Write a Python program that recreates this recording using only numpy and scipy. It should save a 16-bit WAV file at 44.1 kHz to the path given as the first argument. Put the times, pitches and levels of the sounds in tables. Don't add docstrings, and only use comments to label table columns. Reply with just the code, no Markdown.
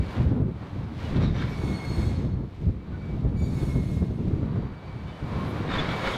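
import sys
import numpy as np
from scipy import signal
from scipy.fft import rfft, irfft, next_fast_len
from scipy.io import wavfile
from scipy.ndimage import uniform_filter1d, minimum_filter1d

SR = 44100
rng = np.random.default_rng(int(sys.argv[2]) if len(sys.argv) > 2 else 0)


def int16_out(signal):
    q = np.round(np.clip(np.atleast_2d(signal).T, -1, 1) * 32767)
    wavfile.write(sys.argv[1], SR, q.astype(np.int16))


N = 272097
TIME = np.arange(N) / SR
SIZE = next_fast_len(N, True)
BINS = np.fft.rfftfreq(SIZE, 1 / SR)

# (frequency [Hz], time to fall by 60 dB [s])
SHED_DECAY = [(200, 0.27), (2000, 0.43), (5000, 0.85), (10000, 0.38), (16000, 0.11)]
# (time [s], level [dB])
DIN_LEVEL = [(0, -49), (.16, -42), (.45, -59.5), (.62, -51.5), (.95, -50.5), (1.06, -43.5), (1.3, -51.5),
             (1.72, -45), (2.03, -46.5), (2.35, -56), (2.78, -59.5), (2.98, -51.5), (3.45, -56),
             (3.62, -50), (3.88, -55.5), (4.25, -58.5), (4.55, -48.5), (4.72, -51.5), (5.17, -49),
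             (5.38, -43), (6.17, -38)]
# (frequency [Hz], level [dB])
DIN_SPECTRUM = [(60, -3.5), (250, 2.5), (500, 2), (780, -0.5), (1020, 0), (1300, -4), (1900, -9),
                (2800, -16), (3900, -17), (5200, -28.5), (15000, -52.5)]
# (time [s], level [dB], half length [s])
BRANCH_GUSTS = [(.13, -62.5, 0.12), (.75, -71, .17), (1.07, -59.5, 0.084), (1.5, -65, 0.12),
                (2.19, -65.5, 0.062), (2.62, -71.5, .1), (3.15, -71, 0.15), (3.9, -69, 0.17),
                (4.28, -69.5, .15), (5.08, -71.5, .19), (5.53, -64.5, 0.27), (6.1, -57, 0.18)]
# (frequency [Hz], level [dB])
BRANCH_SPECTRUM = [(500, -4.5), (1300, -13.5), (2100, 3.5), (2900, -1), (4000, -2), (5000, -8),
                   (7000, -15.5), (9000, -20.5), (12000, -26), (15500, -31.5)]
# (time [s], level [dB], half length [s])
LEAF_FLURRIES = [(.13, -72, 0.023), (5.28, -75, .04), (5.45, -70, .07), (5.5, -64, 0.017), (5.58, -71, .04)]
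# (frequency [Hz], level [dB])
LEAF_SPECTRUM = [(4000, -39), (8000, -10), (10800, 4), (13000, -2), (15500, -4)]
# (centre time [s], length [s], pitch [Hz], level [dB], pitch scatter [Hz])
METAL_SQUEAKS = [(1.06, 0.056, 2950, -53, 30), (1.238, .08, 5700, -64, 220),
                 (1.255, 0.12, 3810, -49.5, 150), (1.269, .14, 1290, -59, 29), (1.312, 0.15, 1980, -63, 46),
                 (1.39, 0.11, 5800, -60, 250), (1.406, 0.066, 3454, -46, 172), (1.53, .05, 5440, -58, 90),
                 (2.954, .09, 1480, -53, 22), (4.96, 0.11, 8780, -81, 57), (5.101, 0.077, 3550, -60, 35),
                 (5.133, 0.15, 3010, -58, 40), (5.19, 0.092, 8850, -78, 70),
                 (5.389, 0.33, 1060, -44.5, 47.3), (5.737, .025, 3650, -34.5, 95),
                 (5.794, .028, 3540, -30, 92), (5.91, 0.058, 3330, -44, 100),
                 (6.147, 0.068, 3360, -43.5, 161)]
# (start [s], length [s], level [dB], brightness [dB/octave])
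METAL_DRAGS = [(1.124, 0.11, -38, 1.1), (1.335, 0.092, -38.5, 1.7), (5.674, 0.13, -28, 0),
               (5.82, 0.2, -34.5, 0), (6.006, 0.084, -28.5, 0)]
# (frequency [Hz], level [dB])
SCRAPE_SPECTRUM = [(120, 6), (300, -1), (560, 3), (820, -4.5), (1050, 1), (1500, -2), (2200, -3.5),
                   (2750, -12.5), (3500, -13), (4300, -16.5), (5500, -26.5), (7500, -35.5), (10000, -43),
                   (15000, -52)]
# (frequency [Hz], width [Hz], level [dB])
METAL_MODES = [(961, 37, 1), (1600, 44, -16.5), (2205, 46, -3), (3220, 210, -4), (3680, 160, 6)]
# (time [s], level [dB])
IDLE_WHISTLE = [(0, -56), (.4, -73.5), (1.4, -71), (2.7, -76), (3.03, -62.5), (3.4, -81), (4.55, -66),
                (4.8, -64), (6.17, -60)]
# (start [s], length [s], attack [s], grazing tone [dB], deep tone [dB],
# grazing rasp [dB], deep rasp [dB], fade [dB/s], time the blade sings [s])
SAW_CUTS = [(1.421, .65, 0.065, -53.5, -51, -59, -50.5, 3.5, 1.79),
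            (3.35, 0.6, .04, -56, -50, -57, -51, 13.5, 3.79),
            (5.859, 0.27, 0.073, -57, -53, -65, -47.5, 2, 6.2)]
# (harmonic 1 [dB], ..., harmonic 7 [dB])
GRAZE_HARMONICS = [(1, -14, -25, -23, -22, -24, -35), (-4, -9, -9.5, -20, -26, -25, -27),
                   (11, -13, -14, -13, -13, -24, -29)]
# (harmonic 1 [dB], ..., harmonic 7 [dB])
BITE_HARMONICS = [(1, -5, -16, -16, -23, -25, -32), (-1, -15.5, -19, -17, -16.5, -18, -28),
                  (-1.8, -10, -7, -20, -20, -23, -32)]
# (frequency [multiple of the tooth rate], level [dB])
UNEVEN_TEETH = [(12 / 9, -18), (14 / 9, -15), (15 / 9, -18), (16 / 9, -18), (21 / 9, -21), (23 / 9, -22),
                (24 / 9, -19), (30 / 9, -25), (33 / 9, -24), (42 / 9, -27), (51 / 9, -28), (60 / 9, -35)]
# (frequency [Hz], level [dB])
RASP_SPECTRUM = [(500, -10), (1500, -8.5), (2200, 10), (2900, -1), (3900, 4.5), (5000, -7.5), (6500, -5),
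                 (8500, -10.5), (9500, -9), (12500, -14.5), (15500, -17)]
# (brightness [dB/octave], regular clatter over loose chips [dB])
RASP_TEXTURE = [(1, -4.5), (4.5, -2), (1.5, 0)]
# (time [s], level [dB], weight of the deep rumble [dB])
WIND_STRENGTH = [(0, -27, 1), (.12, -40.5, -1.5), (.2, -24, -6.5), (.48, -24, -5), (.53, -34.5, -0.5),
                 (.69, -41, -7), (.8, -30.5, -3), (.88, -36, -4), (1.1, -33.5, -1), (1.18, -18.5, -8.5),
                 (1.34, -28.5, -2.5), (1.73, -30, -1), (1.81, -35, -9), (2.0, -26.5, -1),
                 (2.44, -29.5, -3.5), (2.51, -44, -4.5), (2.68, -32, 1), (2.78, -39, 0.5),
                 (3.24, -28.5, -4.5), (3.8, -28.5, -4), (4.58, -27.5, -5.5), (4.82, -43, -5),
                 (5.04, -36.5, -3), (5.16, -45.5, -2.5), (5.25, -34, -1), (5.43, -28, -8.5),
                 (5.78, -31, -8), (6.17, -37, -14)]
# (time [s], deep thump [dB], upper rumble [dB], half length [s])
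MIC_BUFFETS = [(0.274, -12, -21.5, 0.0081), (0.434, -24, -21.5, 0.012), (1.18, -32, -20, .012),
               (1.714, -27.5, -25.5, 0.028), (1.99, -24, -42, 0.015), (2.07, -22, -30.5, 0.014),
               (2.182, -23.5, -30.5, 0.013), (2.352, -23.5, -44, 0.009), (2.683, -15, -24, 0.017),
               (3.259, -17.5, -19.5, .018), (3.437, -23, -41, .014), (3.547, -24.5, -31, 0.012),
               (3.639, -27, -27.5, 0.02), (3.781, -23, -20, 0.021), (4.027, -22, -22, 0.01),
               (4.572, -41, -26, .012)]
# (frequency [Hz], level [dB])
EDDY_SPECTRUM = [(15, -15.5), (30, -26.5), (50, -4.5), (75, 0), (130, -1), (200, -5), (300, -12),
                 (420, -19), (600, -28.5), (1000, -39.5), (2000, -52), (5000, -79.5)]
# (frequency [Hz], level [dB])
SELF_NOISE_SPECTRUM = [(2000, -22.5), (8000, 3.5), (15000, 4.5)]

GRAZE_S, SINK_S, COAST_S, REGAIN_S = .04, .17, .2, .1


def amp(db):
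    return 10 ** (np.asarray(db) / 20)


def unit(x):
    return x / np.sqrt(np.mean(x ** 2) + 1e-20)


def curve(rows, column=1):
    rows = np.asarray(rows)
    return np.interp(TIME, rows[:, 0], rows[:, column])


def at_frequency(points, hz):
    frequency, value = np.transpose(points)
    return np.interp(np.log(hz + 1), np.log(frequency + 1), value)


def colour(x, spectrum, gain=1):
    return unit(irfft(rfft(x, SIZE) * amp(at_frequency(spectrum, BINS)) * gain, SIZE)[:N])


def tilt(db_per_octave):
    return amp(db_per_octave * np.log2(BINS + 1))


def wander(rate_hz):
    return unit(irfft(rfft(rng.standard_normal(SIZE)) * np.exp(-(BINS / rate_hz) ** 2), SIZE)[:N])


def grains(per_s, spread_db):
    size = amp(spread_db * np.minimum(rng.exponential(1, N), 4))
    return unit(size * rng.standard_normal(N) * (rng.random(N) < per_s / SR))


def swell(rows):
    return sum(amp(db) ** 2 * np.exp(-((TIME - s) / half) ** 2) for s, db, half in rows)


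def envelope(start, length, attack_s, release_s):
    t = TIME - start
    return np.clip(t / attack_s, 0, 1) * np.exp(-np.maximum(t - length, 0) / release_s)


def ease(start, time_s):
    return 1 - np.exp(-(np.maximum(TIME - start, 0) / time_s) ** 2)


def shed_ring(x, wet_db):
    hz, t, noise = signal.stft(rng.standard_normal((4, SR // 2)), SR, nperseg=256)
    decay = amp(-60 * t / at_frequency(SHED_DECAY, hz)[:, None])
    tails = signal.istft(noise * decay, SR, nperseg=256)[1]
    echoes = signal.oaconvolve(x[None], tails / np.linalg.norm(tails[0]), axes=1)[:, :N]
    paths = np.array([wander(rate_hz=10) for _ in echoes])
    echo = (paths * echoes).sum(0) / np.linalg.norm(paths, axis=0)
    return (x + amp(wet_db) * echo) / np.hypot(1, amp(wet_db))


def leaves():
    return colour(rng.standard_normal(N), LEAF_SPECTRUM) * np.sqrt(swell(LEAF_FLURRIES))


def branches(steady_db=-80, gain_db=10):
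    rustle = colour(grains(per_s=16000, spread_db=3), BRANCH_SPECTRUM)
    return rustle * amp(gain_db) * np.sqrt(amp(steady_db) ** 2 + swell(BRANCH_GUSTS))


def shed_din(gain_db=4.5):
    noise = colour(rng.standard_normal(N), DIN_SPECTRUM)
    return noise * amp(curve(DIN_LEVEL) + gain_db + 0.85 * wander(rate_hz=19))


def squeaks(octave_db=-28, judder_db=3):
    out, waver = np.zeros(N), wander(rate_hz=295)
    judder = unit(amp(judder_db * wander(rate_hz=60)))
    for centre, length, hz, db, scatter_hz in METAL_SQUEAKS:
        now = abs(TIME - centre) < length / 2
        phase = 2 * np.pi * np.cumsum(hz + scatter_hz * waver[now]) / SR
        grip = amp(db) * np.sqrt(2) * np.cos(np.pi * (TIME[now] - centre) / length)
        out[now] += grip * judder[now] * (np.sin(phase) + amp(octave_db) * np.sin(2 * phase))
    return shed_ring(out, wet_db=-18)


def scrapes(judder_db=2):
    ring = 1 + sum(amp(db) / (1 + (2 * (BINS - hz) / width) ** 2) for hz, width, db in METAL_MODES) / 2
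    out = np.zeros(N)
    for start, length, db, brightness in METAL_DRAGS:
        slips = grains(per_s=4000, spread_db=0) * amp(judder_db * wander(rate_hz=84))
        drag = amp(db) * envelope(start, length, attack_s=0.033, release_s=0.026)
        out += drag * colour(slips, SCRAPE_SPECTRUM, ring * tilt(brightness))
    return shed_ring(out, wet_db=-2)


def blade(free_hz=2289, sag_hz=112.5, sag_hz_per_s=26):
    depth, tooth_hz = np.zeros(N), np.full(N, float(free_hz))
    for start, length, *_ in SAW_CUTS:
        load = ease(start + GRAZE_S, SINK_S) * (1 - ease(start + length + COAST_S, REGAIN_S))
        depth += load
        tooth_hz -= load * (sag_hz + sag_hz_per_s * (TIME - start))
    return depth, tooth_hz


def tooth_clatter(phase, teeth=9):
    pattern = irfft(rng.standard_normal(62) + 1j * rng.standard_normal(62), 2048)
    position = phase / (2 * np.pi * teeth) % 1
    return unit(pattern[(position * len(pattern)).astype(int)])


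def saw(jitter_hz=9, shake_db=3, side_db=-3, idle_octave_db=-13, dull_hz=9000):
    release_s, coast_db = .035, -16
    sing_half_s, sing_db, thin_db = 0.08, 0.5, -8.5
    depth, tooth_hz = blade()
    shallow = 1 - depth
    phase = 2 * np.pi * np.cumsum(tooth_hz + jitter_hz * wander(rate_hz=103.7)) / SR
    harmonics = np.cos(np.arange(1, 8)[:, None] * phase)
    whistle = amp(curve(IDLE_WHISTLE)) * shallow * (harmonics[0] + amp(idle_octave_db) * harmonics[1])
    side_tones = amp(side_db) * sum(amp(db) * np.cos(ratio * phase) for ratio, db in UNEVEN_TEETH)
    clatter = tooth_clatter(phase)
    chips = grains(per_s=15000, spread_db=-2.5)
    teeth, rasp = np.zeros(N), np.zeros(N)
    for cut, graze, bite, texture in zip(SAW_CUTS, GRAZE_HARMONICS, BITE_HARMONICS, RASP_TEXTURE):
        start, length, attack_s, graze_db, bite_db, graze_rasp_db, bite_rasp_db, fade, sing_s = cut
        brightness, clatter_db = texture
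        contact = envelope(start, length, attack_s, release_s) * amp(-fade * (TIME - start))
        coast = amp(coast_db) * envelope(start, length + COAST_S, attack_s, release_s)
        sing = np.exp(-((TIME - sing_s) / sing_half_s) ** 2)
        tone = side_tones + shallow * (amp(graze) @ harmonics) + depth * (amp(bite) @ harmonics)
        tone_db = shallow * graze_db + depth * bite_db + sing_db * sing
        teeth += np.maximum(contact, coast) * amp(tone_db) * tone
        chipping = colour(chips + amp(clatter_db) * clatter, RASP_SPECTRUM, tilt(brightness))
        rasp_gain = shallow * amp(graze_rasp_db) + depth * amp(bite_rasp_db)
        rasp += contact * rasp_gain * amp(thin_db * sing) * chipping
    dull_rasp = irfft(rfft(rasp, SIZE) / (1 + (BINS / dull_hz) ** 2), SIZE)[:N]
    tones = np.sqrt(2) * (whistle + teeth * amp(shake_db * wander(rate_hz=130)))
    return shed_ring(tones, wet_db=1.5) + shed_ring(depth * rasp + shallow * dull_rasp, wet_db=6.5)


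def eddies(share):
    noise = colour(rng.standard_normal(N), EDDY_SPECTRUM, share)
    window = signal.windows.hann(2601)
    return noise / np.sqrt(signal.fftconvolve(noise ** 2, window / window.sum(), "same"))


def wind_on_microphone(deep_db=-0.1, body_db=-1, buffet_db=-1, small_db=-19, small_growth=0.46):
    deep_share = 1 / (1 + (BINS / 100) ** 8)
    strength_db = curve(WIND_STRENGTH)
    flutter = amp(2 * wander(rate_hz=40.6))
    lumps_db = 2.5 * wander(rate_hz=11)
    push = amp(strength_db + curve(WIND_STRENGTH, column=2) + deep_db + lumps_db)
    thumps = swell([(s, db + buffet_db, half) for s, db, _, half in MIC_BUFFETS])
    rumbles = swell([(s, db + buffet_db, half) for s, _, db, half in MIC_BUFFETS])
    deep_force = np.sqrt(push ** 2 + thumps) * flutter
    body_force = np.sqrt(amp(strength_db + body_db) ** 2 + rumbles) * flutter
    small = colour(rng.standard_normal(N), EDDY_SPECTRUM, BINS ** 2 / (BINS ** 2 + 350 ** 2))
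    small *= amp(small_db + 2.6 * wander(rate_hz=93)) * unit(body_force) ** small_growth
    return deep_force * eddies(np.sqrt(deep_share)) + body_force * (eddies(np.sqrt(1 - deep_share)) + small)


def scene(self_noise_db=-81):
    sound = wind_on_microphone() + shed_din() + branches() + leaves() + saw() + scrapes() + squeaks()
    hiss = np.array([colour(rng.standard_normal(N), SELF_NOISE_SPECTRUM) for _ in range(2)])
    return sound + amp(self_noise_db) * hiss


def record(dry, ceiling=.224, cutoff_hz=15700):
    allowed = np.minimum(1, ceiling / (abs(dry).max(0) + 1e-9))
    gain = uniform_filter1d(minimum_filter1d(allowed, size=600), size=600)
    lowpass = signal.firwin(511, cutoff_hz, window=("kaiser", 9), fs=SR)
    return signal.oaconvolve(dry * gain, lowpass[None], "same")


dry = scene()
out = record(dry)
int16_out(out)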